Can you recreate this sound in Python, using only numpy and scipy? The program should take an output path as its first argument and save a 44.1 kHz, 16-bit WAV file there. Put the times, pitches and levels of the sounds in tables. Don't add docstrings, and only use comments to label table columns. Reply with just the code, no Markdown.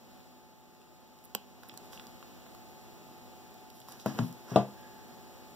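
import sys
import numpy as np
from scipy import signal
from scipy.fft import rfft, irfft, next_fast_len
from scipy.io import wavfile
from scipy.ndimage import uniform_filter1d

SR = 44100
rng = np.random.default_rng(int(sys.argv[2]) if len(sys.argv) > 2 else 0)


def boost(x):
    u = np.asarray(x, float) / 20
    return 10 ** u


def master(y):
    cut = np.clip(np.atleast_2d(y).T, -1, 1)
    pcm = np.round(cut * 32767)
    wavfile.write(sys.argv[1], SR, pcm.astype(np.int16))


N = 244755
T = np.arange(N) / SR
BOUNCE_CRACK_DB = -28


def unit(x):
    return x / np.sqrt(np.mean(x ** 2))


def on_log(points, hz):
    f, value = np.transpose(points)
    return np.interp(np.log(hz + 1), np.log(f), value)


def coloured(points):
    hz = np.fft.rfftfreq(N, 1 / SR)
    white = rfft(rng.standard_normal(N))
    return unit(irfft(white * boost(on_log(points, hz)), N))


def band(x, hz, octaves):
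    edges = np.clip(hz * 2. ** (np.array([-.5, .5]) * octaves), 20, SR / 2.1)
    return signal.sosfilt(signal.butter(2, edges, "band", fs=SR, output="sos"), x)


def fade(t, t60):
    return np.exp(-np.log(1000) * t / t60)


def walk(rate):
    k = int(SR / rate)
    steps = np.repeat(rng.standard_normal(N // k + 1), k)
    return unit(uniform_filter1d(uniform_filter1d(steps, k), k)[:N])


def add(out, s, x):
    i = int(s * SR)
    out[i:i + len(x)] += x[:N - i]


def stroke(s, length, rise):
    x = np.interp(T, [s, s + np.clip(rise, .05, .95) * length, s + length], [0, 1, 0])
    return np.sin(np.pi / 2 * x) ** 2


def electronics():
    # f/Hz, level/dB
    whines = [(1739, -85), (4210, -78), (4450, -70), (5530, -76.5), (6950, -68.5), (7130, -73.5),
              (12250, -94)]
    whine = sum(boost(db) * np.sin(2 * np.pi * hz * T + 3.6 * walk(30)) for hz, db in whines)
    frames_per_s = 30
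    from_pulse = (T * frames_per_s - .3 + .5) % 1 - .5
    gate = np.exp(-.5 * (from_pulse / 0.08) ** 2)
    buzz = band(band(rng.standard_normal(N), 14600, 0.11), 14600, 0.11)
    return whine + boost(-64.5) * gate * unit(buzz)


def background():
    # f/Hz, level/dB
    hum = [(247.6, -66.5), (349.9, -69), (398.4, -71), (527.6, -76), (694.4, -74.5), (742.9, -68),
           (866.7, -63.5), (1238, -78), (1739, -80)]
    # f/Hz, level per Hz/dB
    room_tone = [(15, -58), (25, -30), (27, -32), (46, -13.5), (181, 3), (243, 8.5), (271, -1), (344, 4),
                 (421, -3), (730, -4), (800, -3.5), (845, 0.5), (909, -6.5), (1790, -38), (2000, -10),
                 (2600, -74), (4400, -120)]
    # f/Hz, level per Hz/dB
    port_hiss = [(30, -7), (150, -11), (600, -7.5), (1300, -10.5), (1700, -14), (2400, -12), (3300, -15),
                 (4500, -14.5), (7000, -19), (7600, -20), (9700, -24.5), (12000, -20.5), (14500, -18),
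                 (15700, -18.5)]
    # t/s, level/dB
    gain_drift = [(0.0, -71), (0.17, -70), (0.54, -73.5), (1.11, -72.5), (1.68, -70.5), (1.85, -67),
                  (3.62, -68), (3.77, -70), (4.05, -68.5), (4.16, -61.5), (4.28, -66.5), (4.62, -67),
                  (5.15, -67), (5.55, -67.5)]
    lines = 0
    for hz, db in hum:
        wavering_level = boost(db + 1.5 + 1.85 * walk(3.25))
        lines = lines + wavering_level * np.sin(2 * np.pi * hz * T + 0.6 * walk(4.15))
    fan = boost(-62.5 + 1.05 * walk(6.52)) * coloured(room_tone)
    hiss = np.array([boost(-55.5) * coloured(port_hiss) + electronics() for port in range(2)])
    gain = boost(np.interp(T, *np.transpose(gain_drift)) + 66.5)
    return gain * (lines + fan + hiss)


def room(x):
    # f/Hz, t60/s
    room_t60 = [(100, 0.28), (500, 0.29), (3000, 0.27), (8000, 0.092), (15000, 0.063)]
    t, tail = T[:SR // 2], 0
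    for hz in 100 * 2. ** np.arange(8):
        shared = rng.standard_normal(len(t))
        own = rng.standard_normal((2, len(t)))
        apart = min(hz / 2500, 1)
        noise = (1 - apart) * shared + apart * own
        tail = tail + band(noise, hz, 1.0) * fade(t, on_log(room_t60, hz))
    tail = tail * np.clip(t / 0.00097 - .5, 0, 1)
    tail = tail / np.sqrt(np.mean(np.sum(tail ** 2, axis=1)))
    return signal.fftconvolve(x[None], tail, axes=1)[:, :N]


def squeak():
    # t/s, length/s, start f/Hz, end f/Hz
    chirps = [(2.51, .08, 13400, 13750), (2.6, .09, 12450, 13600), (2.7, .06, 12900, 13150),
              (2.79, .07, 13050, 11950)]
    out, waver = 0, boost(-68 + walk(30.3))
    for s, length, hz0, hz1 in chirps:
        hz = np.interp(T, [s, s + length], [hz0, hz1])
        whistle = np.sin(2 * np.pi * np.cumsum(hz) / SR)
        out = out + np.sqrt(stroke(s, length, .5)) * waver * whistle
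    return out


def lift():
    scrape = unit(band(rng.standard_normal(N), 1720, 0.26))
    return stroke(4.7, 1, rise=0.1) * boost(-67 + 4.9 * walk(25)) * scrape


def rubs():
    # t/s, length/s, level/dB, air above 8 kHz/dB, scrape on the table/dB
    strokes = [(1.607, 0.15, -68.5, -6, 9), (1.908, 0.1, -53.5, -2.5, -1), (1.988, 0.098, -67, 1, 11.5),
               (3.704, 0.24, -65.5, 1.5, -5), (3.848, 0.22, -59.5, -1, 5), (3.985, 0.062, -54.5, -5, -4),
               (4.041, 0.12, -52, -5.5, 8.5), (4.163, 0.087, -55.5, -5, 13.5), (4.215, 0.12, -58, 1, -1),
               (4.448, 0.22, -57, -5.5, 10.5), (4.534, .12, -65.5, -12, 22.5)]
    slip_db = np.minimum(3.3 * rng.exponential(size=N), 17)
    grains = rng.standard_normal(N) * boost(slip_db) * boost(1.4 * walk(60.03))
    felt = unit(band(grains, 4800, 0.87))
    air = unit(band(grains, 11800, 0.7))
    table = unit(band(grains, 830, 2.63))
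    out = 0
    for s, length, db, air_db, table_db in strokes:
        colour = felt + boost(air_db) * air + boost(table_db - 6.0) * table
        out = out + boost(db) * stroke(s, length, rise=0.28) * colour
    return out


def knocks(blows, modes, crack_db):
    out, t = np.zeros(N), T[:SR // 2]
    for k, (s, db, contact_ms, thud_db, thud_t60) in enumerate(blows):
        noise = rng.standard_normal(len(t))
        ring = 0
        for hz, mode_db, t60 in modes:
            ring = ring - boost(mode_db) * np.sin(2 * np.pi * hz * t) * fade(t, min(t60, .28))
        thud = boost(thud_db) * band(noise, 430, 5.0) * fade(t, thud_t60)
        push = np.sin(np.pi * np.clip(t[:SR // 100] * 1000 / contact_ms, 0, 1))
        pushed = np.convolve(ring + thud, push / push.sum())[:len(t)]
        crack_level = boost(BOUNCE_CRACK_DB if k else crack_db)
        crack = crack_level * band(noise, 3240, 1.56) * fade(t, thud_t60)
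        add(out, s, boost(db) * (pushed + crack))
    return out


def table_knocks():
    # f/Hz, level/dB, t60/s
    land_modes = [(135.6, -13.5, 0.56), (211.7, -5.5, 0.16), (249.5, -12, 0.26), (312, -18.5, 0.34),
                  (627, -8, 0.061), (634, -21, 0.17), (810, -36, 0.35), (1116, -36, 5.0), (1540, -38, 0.46),
                  (1660, -29, 0.56)]
    rock_modes = [(132, -6, 0.33), (170.6, 0.5, 0.13), (243.6, -4, 0.43), (618, -16, 0.15), (673, -9, 0.12),
                  (857, -34, 0.68), (941, -13, 0.38), (1320, -35, 0.17), (1577, -36, 0.34),
                  (1728, -41, 5.0)]
    drop_modes = [(132, -18.5, 0.24), (204.7, -6.5, 0.19), (247, -12, 0.13), (314, -13.5, 0.12),
                  (373, -12, 0.07), (506, -14, 0.076), (573, -18, 0.11), (637, 4.5, 0.073),
                  (699.5, -6, 0.18), (865, -11.5, 0.11), (950, -7, 0.058), (1130, -26, 0.15),
                  (1179, -6, 0.12), (1530, -26, .05)]
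    # t/s, level/dB, contact/ms, thud noise/dB, thud t60/s
    landing = [
        (4.0602, -22, 0.79, 4, 0.079),
        (4.087, -36, 1.7, -4, .15),
        (4.145, -35, 2.3, 8, 0.18),
    ]
    rocking = [
        (4.1888, -38.5, 0.29, 16, 0.025),
        (4.1915, -23.5, 1.75, -17, 0.1),
        (4.217, -25, 2.86, 10, 0.22),
        (4.252, -40, 3.4, 0, 0.21),
        (4.5155, -33.5, 1.66, 8, 0.17),
    ]
    dropping = [
        (4.5596, -16.5, 0.92, 6, 0.17),
        (4.589, -27, 2.3, -3, 0.13),
    ]
    nudges = [(1.72, -52, 6, 0, .1), (3.8, -55, 6, 0, .1), (3.885, -56, 4.5, 0, .1),
              (4.82, -57, 9.4, 0, .1)]
    out = knocks(landing, land_modes, crack_db=-22)
    out = out + knocks(rocking, rock_modes, crack_db=5.0)
    out = out + knocks(dropping, drop_modes, crack_db=-18.5)
    out = out + knocks(nudges, rock_modes, crack_db=BOUNCE_CRACK_DB)
    return signal.sosfilt(signal.butter(4, 108, "high", fs=SR, output="sos"), out)


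def tick_kind(rows, body_db, air_db, ring_ms):
    out, t = np.zeros(N), T[:SR // 10]
    for s, db, hz in rows:
        burst = rng.standard_normal(len(t)) * fade(t, ring_ms / 1000)
        burst[0] += 3.0
        shell, body, air = band(burst, hz, 1.0), band(burst, 1600, 1.68), band(burst, 12200, 0.64)
        tick = 0
        for part, part_db in ((shell, 0), (body, body_db), (air, air_db)):
            tick = tick + boost(db + part_db) * part / np.abs(part).max()
        add(out, s + .0008, tick)
    return out


def ticks():
    # t/s, peak level/dB, shell resonance f/Hz
    flicks = [(1.2396, -56, 2800), (1.2489, -47, 7650), (1.2534, -52, 5590), (1.6814, -58, 5580),
              (1.6874, -50.5, 3920), (1.856, -59, 5500), (3.891, -50, 5500)]
    crisps = [(1.1877, -51, 3620), (3.5409, -47, 5330), (3.701, -44, 3730), (3.8013, -38.5, 7850),
              (3.9235, -41, 3600), (4.3256, -41.5, 5570)]
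    pings = [(1.6945, -36, 2940), (1.716, -48, 2880), (1.7844, -58, 5500), (1.9739, -39.5, 2440),
             (1.9959, -32.5, 2930), (2.4194, -51, 2760), (3.8144, -47, 3230), (3.9983, -38.5, 3400)]
    clacks = [(1.6332, -47.5, 3340), (1.7389, -51, 3700), (2.5481, -50, 3540), (3.8846, -45, 3680),
              (4.0599, -34, 3600)]
    clicks = [(1.7739, -31, 5670), (2.0682, -38, 4830), (3.92, -36, 5400)]
    taps = [(0.2029, -55, 3000), (0.7487, -55, 5550), (0.8155, -52.5, 5490), (1.931, -43, 3160),
            (4.1879, -32.5, 3000), (5.4355, -54, 3100)]
    pats = [(2.2263, -50.5, 3140), (2.4643, -56.5, 2880), (4.5595, -34.5, 3200)]
    trigger = [(1.3488, -21, 3580), (1.352, -43, 5670)]
    out = tick_kind(flicks, body_db=-15, air_db=13, ring_ms=7.2)
    out += tick_kind(crisps, body_db=-10, air_db=1.6, ring_ms=10.5)
    out += tick_kind(pings, body_db=-34, air_db=-19, ring_ms=14)
    out += tick_kind(clacks, body_db=5.1, air_db=4.7, ring_ms=11.5)
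    out += tick_kind(clicks, body_db=-16, air_db=-3, ring_ms=11)
    out += tick_kind(taps, body_db=2.9, air_db=-17, ring_ms=12.4)
    out += tick_kind(pats, body_db=13.3, air_db=-24, ring_ms=9.9)
    out += tick_kind(trigger, body_db=-3.5, air_db=-0.87, ring_ms=7.2)
    return out


def snap():
    # f/Hz, level/dB, t60/s
    shell_modes = [(204, -7, 0.16), (417, -31, 5.0), (590, -24, 0.042), (678, -31, 0.21), (840, -5, 0.072),
                   (1110, 10, 0.021), (1195, -33, 5.0)]
    # t/s, level/dB, contact/ms, thud noise/dB, thud t60/s
    snaps = [
        (1.3496, -38, 0.83, 20.5, 0.014),
    ]
    # t/s, f/Hz, width/octaves, peak level/dB, t60/ms
    cracks = [(1.3498, 14400, .25, -19, 5), (1.3498, 12200, .2, -21, 5), (1.3497, 2700, .9, -25, 6),
              (1.3521, 13000, .7, -34, 6), (4.5612, 12400, .5, -41, 30), (1.9968, 1800, .9, -40, 12)]
    out, t = knocks(snaps, shell_modes, crack_db=2.0), T[:SR // 50]
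    for s, hz, octaves, db, ms in cracks:
        crack = band(rng.standard_normal(len(t)) * fade(t, ms / 1000), hz, octaves)
        add(out, s, boost(db) * crack / np.abs(crack).max())
    return out


def ports(x, lead_us, left_db, shade_db):
    low = signal.sosfilt(signal.butter(1, 1500, fs=SR, output="sos"), x)
    high = x - low
    left = boost(left_db) * low + boost(shade_db) * high
    right = low + boost(3) * high
    hz = np.fft.rfftfreq(N, 1 / SR)
    early = np.exp(2j * np.pi * hz * lead_us / 1e6)
    return np.array([irfft(rfft(left) * early, N), right])


def scene():
    gun = ticks() + snap() + boost(1) * squeak()
    table = table_knocks()
    felt = rubs() + lift()
    near = ports(gun + felt, lead_us=58.26, left_db=-3.5, shade_db=-37)
    near = near + ports(table, lead_us=84.35, left_db=-0.5, shade_db=6.0)
    echoes = room(boost(-15) * gun + boost(-6.5) * felt + boost(-13) * table)
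    return near + echoes + background()


def roll_off(x):
    return signal.sosfilt(signal.butter(12, 16800, fs=SR, output="sos"), x)


def record(dry):
    size = next_fast_len(N + 999)
    hz = np.fft.rfftfreq(size, 1 / SR)
    lag_ms = 0.4515
    late = 0.84 / (1 + hz / 28000) * np.exp(-2j * np.pi * hz * lag_ms / 1000)
    shelf = boost(-2.0) * (1 + 6.44 / (1 + 1j * hz / 90))
    top = 1 / (1 + (hz / 15780) ** 500)
    pair = rfft(dry, size)
    wide = irfft((pair - late * pair[::-1]) * shelf * top, size)[:, :N]
    wide = signal.sosfilt(signal.butter(2, 70, "high", fs=SR, output="sos"), wide)
    return roll_off(wide)


dry = scene()
out = record(dry)
master(out)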